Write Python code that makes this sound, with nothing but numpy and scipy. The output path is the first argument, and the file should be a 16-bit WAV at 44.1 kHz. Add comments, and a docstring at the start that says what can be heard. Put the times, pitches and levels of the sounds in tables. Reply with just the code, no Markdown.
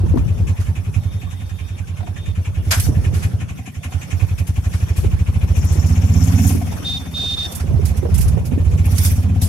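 """A slow single-cylinder motorcycle on a village road, heard from its saddle. From the start each firing sends
a chuff of gas and a short boom out of the pipe; wind buffets the two microphone ports, a rustling hiss flares
in bursts and a few hollow knocks sound. At 1 s an oncoming rider's diaphragm horn buzzes far away. From 4.5 s
the engine speeds up; at 5.5 s loose parts sizzle under full throttle. Near 7 s the horn sounds twice, close,
the second blast dipping briefly, as the engine slows; then the engine picks up again."""
import sys
import numpy as np
from scipy import signal
from scipy.io import wavfile
from scipy.ndimage import uniform_filter1d

SR = 44100
rng = np.random.default_rng(int(sys.argv[2]) if len(sys.argv) > 2 else 0)


def wrap_up_sound(samples):
    """Save the sound to the file named by the first command line argument, as 16-bit audio."""
    columns = np.atleast_2d(samples).T
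    # keep every value between -1 and 1, then stretch to whole-number steps
    tamed = np.clip(columns, -1, 1)
    steps = np.round(tamed * 32767).astype(np.int16)
    wavfile.write(sys.argv[1], SR, steps)


N = 418068
T = np.arange(N) / SR

# Crank speed. Each row: time in seconds, firings per second.
FIRING_RATE = [(0.0, 9.831), (0.6, 10.618), (1.2, 10.986), (1.6, 10.538), (2.4, 10.345), (2.8, 9.847),
               (3.4, 11.618), (3.8, 11.55), (4.0, 10.827), (4.4, 11.015), (5.0, 13.137), (5.3, 13.337),
               (6.8, 18.571), (7.0, 17.014), (7.3, 15.734), (7.55, 13.114), (9.48, 16.557)]
# Engine load. Each row: time in seconds, boom level in dB, pipe pitch in Hz, swing length in seconds,
# chuff level in dB, silencer growl in dB, boom left-right in dB.
ENGINE_LOAD = [(0.0, -11, 89, 0.03, -50.5, -35, 4), (0.6, -10, 91.4, 0.019, -39, -34, -5),
               (1.1, -12, 94.7, 0.02, -43.5, -31, -6.5), (1.27, -22, 91.2, 0.05, -39.5, -28.5, -5.5),
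               (1.75, -19, 90.6, 0.034, -43.5, -41, -6.5), (2.4, -15, 91, 0.022, -38, -47, -5),
               (2.8, -9.5, 89, 0.024, -43.5, -21, 1), (3.1, -7.5, 90, 0.016, -38.5, -40, -2),
               (3.35, -12.5, 93, 0.0079, -32.5, -28, 1), (3.6, -23, 89.2, 0.0053, -42, -27, 2),
               (4.0, -13, 87, 0.028, -38, -25.5, -6.5), (4.25, -11.5, 93.3, .015, -40.5, -36, -4),
               (4.6, -8, 85, 0.0022, -39.5, -28.5, -1), (5.4, -6.5, 84, 0.0048, -39, -29.5, 0.5),
               (5.8, -6, 84, .013, -37, -23, -3), (6.47, -6, 94.4, 0.019, -41, -15.5, -3),
               (6.6, -14.5, 89.5, 0.024, -43.5, -18.5, -3), (6.85, -23, 85, 0.0095, -45, -25.5, 0),
               (7.55, -24, 84, .02, -60, -27.5, -1), (7.62, -14.5, 82, 0.031, -45, -26, -4),
               (7.85, -9.5, 80, 0.0073, -45, -27, -4), (8.3, -10.5, 85, 0.013, -47, -27, 4),
               (8.9, -7, 87.5, 0.022, -38.5, -27, -5.5), (9.48, -9.5, 89.2, 0.018, -46, -21.5, 3)]


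def booms(times):
    """The pipe swings a few cycles until its end reflection chokes it; the silencer rings along."""
    # Each row: frequency in Hz, relative level in dB, t60 in seconds.
    silencer_modes = [(163.4, -2, 0.024), (204.7, -7, 0.11), (247, -8, 0.14), (741, -8, 0.049)]
    steady_db, lead_s, port_lag_samples = -11.5, .04, 10
    out, t = np.zeros((2, N)), np.arange(-lead_s, .08, 1 / SR)
    open_s = np.maximum(t + 0.02, 0)  # the valve opens before the boom builds
    rise = 1 / (1 + np.exp(-(t + 0.01356) / 0.0012))
    for s, jitter, load in zip(times, rng.standard_normal((len(times), 9)), np.transpose(load_at(times))):
        db, hz, swing_s, _, growl_db, pan_db = load
        jitter = jitter * min(db / steady_db, 1)  # loud booms vary less
        hz *= 1 + 0.016 * jitter[6]
        swing_s *= amp(2 * jitter[7])
        growl_db += 3 * jitter[0]
        pan_db += 3.5 * jitter[8]
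        choke = 1 / (1 + np.exp((t - swing_s) / 0.00099))
        tail = 0.49 * (1 - choke) * np.exp(-(t - swing_s) / 0.014)
        envelope = rise * np.exp(-t / 0.078) * (choke + tail)
        phase = 2 * np.pi * hz * t
        swing = np.cos(phase) + 0.046 * np.cos(2 * phase + 0.67) + 0.0076 * np.cos(3 * phase + 0.075)
        turbulence = amp(-22.5) * unit_rms(resonate(rng.standard_normal(len(t)), 157.4, 43.3))
        boom = amp(db) * envelope * (swing + turbulence)
        modes = sum(amp(mode_db + 1.5 * j - 60 * open_s / t60_s)
                    * np.sin(2 * np.pi * mode_hz * (1 + j / 250) * open_s)
                    for j, (mode_hz, mode_db, t60_s) in zip(jitter[2:], silencer_modes))
        growl = amp(growl_db) * modes * (1 - np.exp(-open_s / 0.0023))
        add(out, s - lead_s, panned(boom + growl, pan_db))
    return np.array([out[0], np.roll(out[1], port_lag_samples)])


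def chuffs(times):
    """Gas rushes past the valve before each boom: a noise puff that rings the casing unevenly."""
    # Each row: centre in Hz, width per filter stage in Hz, relative level in dB.
    casing_modes = [(686, 810, -8.5), (1045, 160, -2.5), (1425, 216, -1), (1763, 380, 0.5), (2240, 190, -4),
                    (2387, 590, -1), (2460, 285, -2.5), (2724, 740, -6), (4540, 1170, -20.5),
                    (6700, 2400, -8.5), (10300, 1500, -14)]
    gate, t = np.zeros((2, N)), np.arange(0, .12, 1 / SR)
    starts = times - .03 - .15 / curves(FIRING_RATE, times)[0]  # 30 ms plus 0.15 cycle early
    puff = 2 * (1 - np.exp(-t / 0.0065)) ** 2 * (np.exp(-(t / 0.039) ** 2) + 0.049 * np.exp(-t / 0.07))
    for s, jitter, db in zip(starts, rng.standard_normal((len(times), 3)), load_at(times)[3]):
        add(gate, s, amp(db + jitter[2] + 0.76 * jitter[:2, None]) * puff)
    left, other = rng.standard_normal((2, N))
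    gas = gate * np.array([left, 0.022 * np.roll(left, 9) + 0.79 * other])
    puff_gains = amp(2.0 * rng.standard_normal((len(times) + 1, len(casing_modes))))
    mode_gains = puff_gains[np.searchsorted(starts, T)].T
    return amp(9.0) * sum(amp(db) * resonate_twice(gain * gas, hz, width_hz)
                          for gain, (hz, width_hz, db) in zip(mode_gains, casing_modes))


def drone():
    """Exhaust tones follow the crank speed and stand out under load; each wavers by itself."""
    # Each row: multiple of the firing rate, relative level in dB.
    orders = [(10, -6.5), (11, -32), (12, -11), (13, -10.5), (15, -15), (16, -12.5)]
    phase = 2 * np.pi * crank_cycles()
    boom_db, *_, growl_db, _ = curves(ENGINE_LOAD, T)
    wavers_db = 3.5 * drift(count=len(orders), seconds=0.11)
    tones = sum(amp(db + waver_db) * np.cos(k * phase + rng.uniform(0, 2 * np.pi))
                for waver_db, (k, db) in zip(wavers_db, orders))
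    return panned(amp(growl_db + 0.43 * boom_db + 2.5) * tones, pan_db=-5.0)


def crank_cycles():
    """Firing cycles completed; a whole number at each boom."""
    return np.cumsum(curves(FIRING_RATE, T)[0]) / SR - .177


def load_at(times):
    """Engine load at each firing, with odd firings lifted or sunk."""
    # Each row: time in seconds, boom offset in dB, chuff offset in dB.
    odd_firings = [(.22, -9, 4), (.12, 1, 5), (.51, 1, 4.5), (.6, 0, 0), (.88, -3.5, -1), (1.16, -0.5, 1),
                   (2.78, 0, -8), (3.35, 1.5, -18), (3.78, -1.5, -3), (4.14, -1, 2), (4.23, 1.5, 6),
                   (6.8, -4, -18), (7.77, 2.5, -13), (7.84, 2, 0), (8.54, -0.5, 1), (8.94, 0, -14),
                   (.79, -5.5, 5), (.97, 1, 5), (2.19, -4.5, 2.5), (2.39, 4, -1.5), (2.88, -1, -18),
                   (3.08, 0, 4.5), (3.26, 1.5, 2), (3.69, -9, 4.5), (3.87, -2.5, 6), (4.05, -19, 2.5),
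                   (6.41, -2, 8), (6.52, 0.5, 10.5), (8.06, -3, -21), (8.13, 3.5, 0), (8.41, -4, 0),
                   (8.48, -6.5, 0), (9.0, 0.5, -3)]
    boom_db, hz, swing_s, chuff_db, growl_db, pan_db = curves(ENGINE_LOAD, times)
    odd_db = np.zeros((len(times), 2))
    for s, *offsets_db in odd_firings:
        odd_db[np.argmin(abs(times - s))] = offsets_db
    return boom_db + odd_db[:, 0], hz, swing_s, chuff_db + odd_db[:, 1], growl_db, pan_db


def sizzle():
    """Loose parts buzz in a bright band at full throttle."""
    # Each row: time in seconds, level in dB.
    levels = [(5.452, -82), (5.57, -44.5), (5.9, -42), (6.0, -50.5), (6.232, -36.5), (6.35, -46),
              (6.46, -34), (6.55, -48), (6.7, -74)]
    # Each row: frequency in Hz, relative density in dB.
    colour = [(3000, -48), (4900, -30), (5200, 5.5), (6300, 5.5), (7500, 3), (7900, -34),
              (11500, -30), (12500, -7), (14500, -10), (16000, -40)]
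    out, t = np.zeros((2, N)), np.arange(levels[0][0], levels[-1][0], 1 / SR)
    db, = curves(levels, t)
    buzz = patchy_noise(colour, coherence=0.09, patch_db=5.0, fft_size=256, n=len(t))
    add(out, t[0], panned(amp(db) * buzz, pan_db=13.5))
    return out


def wind():
    """Wind on the ports: lumpy low noise, deeper buffeting and single gusts that slap a cavity."""
    # Each row: time in seconds, level in dB, buffeting offset in dB, left-right in dB.
    strength = [(0.0, -25, 9.5, -7), (0.2, -19, 5, -0.5), (0.3, -25, -6, 10), (0.42, -25.5, 4, 7),
                (0.6, -32, 2.5, -2), (1.05, -32.5, 1, 1), (1.5, -44.5, 9.5, -2), (2.0, -36.5, -2, -2),
                (2.8, -33.5, 8.5, -1), (2.88, -22, 5, 0), (3.33, -29, -8, -3), (3.69, -44.5, -9, 13.5),
                (4.3, -34.5, 5, -4.5), (4.94, -37, 3, 5), (5.04, -24.5, 6, 2), (5.2, -34, 6, -2),
                (5.6, -28, 0, -4), (6.5, -26.5, -24, -1), (6.84, -28, -27, 3), (7.02, -41, -15, 3),
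                (7.36, -33, -6, -9.5), (7.52, -43.5, -12, 0), (7.7, -23, 5.5, -11),
                (8.05, -30.5, -3, -16.5), (8.27, -25, 10.5, -14), (8.45, -25, -9, -10),
                (8.7, -25.5, 7.5, -8), (9.48, -29, -10, 6)]
    # Each row: frequency in Hz, relative density in dB.
    colour = [(30, -39), (60, -3), (130, 9.5), (250, -10.5), (500, -16.5), (1000, -30), (2500, -48),
              (16000, -94)]
    # Each row: start in seconds, level in dB, pitch in Hz, left-right in dB.
    slaps = [(0.038, -23, 348, 14), (0.141, -17, 291, 16), (0.16, -13, 261, 11), (0.177, -17, 280, 10),
             (2.891, -16.5, 292, -5), (2.92, -21, 220, -10), (5.044, -23.5, 384, -20),
             (5.757, -21.5, 360, 4), (6.551, -12, 241, 2.5), (7.641, -18, 246, -13), (7.747, -31, 240, -2),
             (7.791, -27.5, 398, -14), (8.029, -20.5, 355, -13), (8.054, -15.5, 457, -10.5),
             (8.09, -24, 390, -11), (8.374, -21, 410, -18), (8.52, -19, 236, -25), (8.578, -18, 274, -13)]
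    db, deep_db, pan_db = curves(strength, T)
    db = db + drift(count=2, seconds=0.1)
    buffeting = unit_rms(resonate_twice(rng.standard_normal((2, N)), hz=59.5, width_hz=18))
    lumps = patchy_noise(colour, coherence=.3, patch_db=3, fft_size=1024)
    out = panned(amp(db + 1.0) * lumps + amp(db + deep_db) * buffeting, pan_db)
    t, slap_t60_s = np.arange(0, .15, 1 / SR), 0.067
    for s, db, hz, pan_db in slaps:
        eddy = unit_rms(resonate_twice(rng.standard_normal((2, len(t))), hz, 0.49 * hz))
        thud = np.sin(2 * np.pi * hz * t) + 0.93 * eddy
        envelope = amp(db - 60 * t / slap_t60_s) * (1 - np.exp(-t / 0.0014))
        add(out, s - .003, panned(envelope * thud, pan_db))
    return out


def horn():
    """A buzzing diaphragm, tenth harmonic on the tone disc; wall echoes make each harmonic waver."""
    # Each row: start in seconds, length in seconds, start level in dB, end level in dB, left-right in dB.
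    blasts = [(0.996, 0.76, -55, -52.5, 2), (1.938, 0.17, -56, -56, 2), (2.159, 0.16, -45, -46, -1),
              (6.843, 0.14, -18, -23.5, -2.5), (7.134, .215, -21.5, -19, -3), (7.366, 0.1, -17, -23.5, -2)]
    # Buzz rate of each blast in Hz.
    buzz_hz = [363.2, 363.0, 362.0, 364.2, 364.2, 364.2]
    # Each row: multiple of the buzz rate, relative level in dB.
    harmonics = [(7, -25), (8, -29), (10, 0), (11, -25), (12, -22), (13, -23), (14, -31), (15, -28),
                 (16, -31), (17, -29), (18, -35), (20, -32), (22, -39), (29, -35), (32, -39)]
    attack_s, stop_s = 0.014, 0.0027
    echo_db, echo_t60_s, echo_pitch_drop = -11.5, 0.47, .022
    port_phase_rad = np.array([[0], [.7]])  # the sound reaches one port first
    out = np.zeros((2, N))
    for (s, length_s, start_db, end_db, pan_db), hz in zip(blasts, buzz_hz):
        t = np.arange(0, length_s + .15, 1 / SR)
        after_s = np.maximum(t - length_s, 0)
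        db = np.interp(t, [0, length_s], [start_db, end_db])
        direct = np.exp(-after_s / stop_s)
        echo = (1 - direct) * amp(echo_db - 60 * after_s / echo_t60_s)
        envelope = (1 - np.exp(-t / attack_s)) * (direct + echo) * signal.windows.tukey(len(t), .03)
        phase = 2 * np.pi * np.cumsum(hz * (1 - echo_pitch_drop * (1 - direct))) / SR
        waver = smooth(rng.standard_normal((2, 2, len(t) + 9000)), 400, 300)
        waver /= waver.std()
        waver_db = 1.5 - (db + 27) / 12  # far blasts waver more
        ninth_db = -20 - 0.41 * (db + 20)
        buzz = amp(-19) * unit_rms(resonate(rng.standard_normal((2, len(t))), 4300, 1800))  # contacts
        for k, harmonic_db in harmonics + [(9, ninth_db)]:
            swell, bend = waver[:, :, 250 * k:250 * k + len(t)]
            tone = np.cos(k * phase + 0.63 * bend + rng.uniform(0, 7.8) + port_phase_rad)
            buzz += amp(harmonic_db + waver_db * swell) * tone
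        add(out, s, panned(amp(db) * envelope * buzz, pan_db))
    return out


def flares():
    """Sudden bursts of hiss; the louder ones rise faster."""
    # Each row: start in seconds, level in dB, left-right in dB, t60 in seconds, tilt in dB per octave.
    bursts = [(0.0584, -59, 6, 0.18, 4), (0.6, -29.5, -1.5, 0.24, 0.5), (2.7089, -4.5, 0.5, 0.22, 0),
              (2.8, -5.5, -3, 0.054, 6.5), (2.8576, -26.5, 14, 0.15, 4), (3.1389, -29, 0, 0.63, 1.5),
              (3.2267, -24.5, -1, 0.17, 1), (3.84, -25, -1, 0.062, 2), (4.3827, -24, 1, 0.1, 2.5),
              (4.4695, -27.5, 9.0, 0.14, 5), (4.7311, -27, 3, 0.24, -0.5), (4.9621, -27.5, 3, 0.42, 3.5),
              (5.562, -30.5, 12, 0.17, 5), (5.6475, -25, 14, 0.075, 8), (5.7218, -26.5, 14, 0.16, 3.5),
              (5.859, -31, 7, 0.3, 6), (6.058, -29.5, 6, 0.098, 12), (6.237, -22, 7, 0.11, 5),
              (6.289, -30.5, -3, 0.23, -5), (6.409, -30, 8, 0.63, 19), (6.4672, -18.5, 6, 0.37, 8.5),
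              (7.5187, -20, -4, 0.089, 4.5), (7.55, -19, -8, 0.13, 8.5), (7.5979, -23.5, -2.0, 0.13, -0.5),
              (7.8524, -19.5, -5, 0.18, 5), (7.969, -22.5, -6, 0.085, 4), (8.1416, -20.5, -1, 0.16, 4.5),
              (8.179, -22.5, -21, 0.12, 7), (8.208, -18, -9, 0.17, 6.5), (8.2807, -20, -7, 0.086, 4),
              (8.4519, -25.5, -1.5, 0.16, 6), (8.8553, -21, 8, 0.085, 10), (8.918, -19, 7, 0.052, 4),
              (8.982, -7, -9, 0.062, 7), (9.0488, -8, -1, 0.14, 8), (9.4151, -15, -0.5, 0.25, 6.5)]
    # Each row: frequency in Hz, relative density in dB.
    colour = [(290, -29), (500, -16), (687, 0.5), (853, -3), (1160, -3.5), (1500, 3), (1730, -1.5),
              (2310, -1.5), (4060, -7.5), (5050, -4), (7570, -6.5), (11500, -6), (15800, -29)]
    out, t = np.zeros((2, N)), np.arange(0, .3, 1 / SR)
    for s, db, pan_db, t60_s, tilt_db in bursts:
        hiss = patchy_noise(colour, coherence=0.073, patch_db=2.5, fft_size=256,
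                            tilt_db=np.full(len(t), tilt_db), n=len(t))
        rise_s = 0.0047 * amp(-0.12 * (db + 28))
        envelope = amp(db - 4.5 - 60 * t / t60_s) * (1 - np.exp(-t / rise_s)) ** 2
        add(out, s - .003, panned(envelope * hiss, pan_db))
    return out


def rustle():
    """A bright patchy hiss that swells and flickers, shaken by each firing."""
    # Each row: time in seconds, level in dB, left-right in dB, tilt in dB per octave.
    swells = [(0.0, -44.5, 0, -3.5), (1.0, -49.5, 2, -2), (2.0, -45.5, 3, -4), (2.62, -50, 2, -2.5),
              (2.83, -28, 1, 2), (2.92, -43.5, 1, -2.5), (3.45, -39.5, 0, -5), (3.7, -55, 0, -0.5),
              (4.07, -38.5, 0.5, -4), (4.5, -50, 4.5, -1), (4.9, -37, 2, -3.5), (5.05, -43, 4, -4.5),
              (5.13, -40.5, -5, -3.5), (5.55, -43, 15, -3.5), (5.7, -35, -2, -4), (6.15, -39.5, 7.5, -3),
              (6.42, -33.5, 1.5, -0.5), (6.6, -43, 2, -1.5), (6.78, -31, 3, -4), (6.9, -37.5, 2, -3.5),
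              (7.36, -38.5, 0.5, -3.5), (7.47, -32, -1, -3.5), (7.66, -39.5, 2, -4), (7.78, -48, 4, -2.5),
              (7.95, -40, -2, -3.5), (8.24, -40.5, 12, -4), (8.5, -56, -3, -0.5), (8.85, -44.5, -1, -2),
              (9.03, -25.5, -1, 1.5), (9.12, -32.5, -3, 1.5), (9.3, -54, -4, -2), (9.48, -30, -6, -5.5)]
    # Each row: frequency in Hz, relative density in dB.
    colour = [(1880, -1), (3200, -2.5), (3590, 0), (4070, -13), (4350, -2), (4840, -5), (5650, 4.5),
              (7280, -4), (11800, 2.5), (15800, -13)]
    db, pan_db, tilt_db = curves(swells, T)
    throb_db = 2 * np.cos(2 * np.pi * (crank_cycles() + 0.37))
    flicker_db = 0.94 * unit_rms(smooth(rng.standard_normal(N), 500, 300))
    hiss = patchy_noise(colour, coherence=0.016, patch_db=3.5, fft_size=512, tilt_db=tilt_db)
    return panned(amp(db + throb_db + flicker_db) * hiss, pan_db)


def knocks():
    """Each knock is a quick puff of noise ringing one hollow."""
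    # Each row: start in seconds, level in dB, pitch in Hz, left-right in dB.
    hits = [(0.062, -36, 980, -2), (0.164, -38, 650, -8), (0.173, -28, 970, 6.5), (2.006, -31.5, 735, 2),
            (2.029, -33, 700, 8), (2.072, -34.5, 720, -17), (3.921, -32, 760, 4), (6.614, -30, 690, 2),
            (6.721, -28.5, 796, -1)]
    out, t, t60_s = np.zeros((2, N)), np.arange(0, .12, 1 / SR), 0.056
    for s, db, hz, pan_db in hits:
        hollow = unit_rms(resonate(rng.standard_normal((2, len(t))), hz, 0.1 * hz))
        ring = np.sin(2 * np.pi * hz * t) + 2.4 * hollow
        envelope = amp(db - 60 * t / t60_s) * (1 - np.exp(-t / 0.0043))
        add(out, s - .002, panned(envelope * ring, pan_db))
    return out


def road():
    """Steady hiss of the road."""
    # Each row: frequency in Hz, relative density in dB.
    colour = [(120, -55), (200, 11), (379, -11.5), (760, -4.5), (1390, -15.5), (2490, -13.5), (4010, -23),
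              (6690, -38.5), (8490, -31.5), (11000, -21), (13700, -49), (14400, -76), (15800, -87)]
    return amp(-46.5) * patchy_noise(colour, coherence=0.018, patch_db=6.5, fft_size=1024)


def patchy_noise(colour, coherence, patch_db, fft_size, tilt_db=None, n=N):
    """Stereo noise of rms 1 with drifting spectral patches; tilt_db is per octave, for each sample."""
    hop = fft_size // 4
    frames, hz = n // hop + 5, np.fft.rfftfreq(fft_size, 1 / SR)
    a, b, c, d, patches = rng.standard_normal((frames, len(hz), 5)).T
    patches = unit_rms(uniform_filter1d(uniform_filter1d(patches, size=6, axis=0), size=8, axis=1))
    colour_hz, colour_db = np.transpose(colour)
    shape = amp(np.interp(np.log(hz + 1), np.log(colour_hz), colour_db))[:, None]
    if tilt_db is not None:
        octaves = np.log2((hz[:, None] + 50) / 5000)
        shape = shape * amp(octaves * tilt_db[np.minimum(np.arange(frames) * hop, n - 1)])
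    shape = shape / np.linalg.norm(shape, axis=0)
    left = a + 1j * b
    right = coherence * left + np.sqrt(1 - coherence ** 2) * (c + 1j * d)
    spectra = np.array([left, right]) * shape * amp(patch_db * patches)
    return unit_rms(signal.istft(spectra, nperseg=fft_size, noverlap=fft_size - hop)[1][:, :n])


def drift(count, seconds):
    """Slow random curves of rms 1 that change over about the given time."""
    grid_s = np.arange(0, N / SR + .02, .01)
    window = np.hanning(round(seconds * 200))[None]
    slow = unit_rms(signal.fftconvolve(rng.standard_normal((len(grid_s), count)).T, window, "same"))
    return np.array([np.interp(T, grid_s, row) for row in slow])


def resonate(x, hz, width_hz):
    """Two-pole resonance, gain 1 at its centre."""
    return signal.lfilter(*signal.iirpeak(hz, hz / width_hz, SR), x)


def resonate_twice(x, hz, width_hz):
    """Two equal resonances in series."""
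    return resonate(resonate(x, hz, width_hz), hz, width_hz)


def smooth(x, first_samples, second_samples):
    """Two moving averages in series."""
    return uniform_filter1d(uniform_filter1d(x, first_samples), second_samples)


def amp(db):
    """Gain of a level in dB."""
    return 10 ** (np.asarray(db) / 20)


def unit_rms(x):
    """Scales to rms 1."""
    return x / np.sqrt(np.mean(x ** 2) + 1e-20)


def curves(rows, t):
    """Value columns of a table, interpolated at times t."""
    s, *columns = np.transpose(rows)
    return [np.interp(t, s, column) for column in columns]


def panned(x, pan_db):
    """Splits a left-right difference evenly between the channels."""
    return x * amp(np.array([pan_db / 2, -pan_db / 2]).reshape(2, -1))


def add(mix, start_s, sound):
    """Mixes in a stereo sound, cut to fit."""
    at = round(start_s * SR)
    sound = sound[:, max(-at, 0):]
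    part = mix[:, max(at, 0):][:, :sound.shape[1]]
    part += sound[:, :part.shape[1]]


def scene():
    """Engine, wind, knocks, rustle, flares and horn over the road hiss."""
    firing_s = np.flatnonzero(np.diff(np.floor(crank_cycles())) > 0) / SR
    engine = booms(firing_s) + drone() + chuffs(firing_s) + sizzle()
    return engine + wind() + knocks() + rustle() + flares() + horn() + road()


def record(dry):
    """Small microphones lose the deepest bass and round off peaks; a low-pass limits the band."""
    low_hz, high_hz, ceiling = 36, 15900, .98
    thin = signal.sosfilt(signal.butter(2, low_hz, "highpass", fs=SR, output="sos"), dry)
    rounded = thin / (1 + (thin / ceiling) ** 6) ** (1 / 6)
    lowpass = signal.firwin(511, high_hz, window=("kaiser", 9), fs=SR)
    return signal.oaconvolve(rounded, lowpass[None], "same")


dry = scene()
out = record(dry)
wrap_up_sound(out)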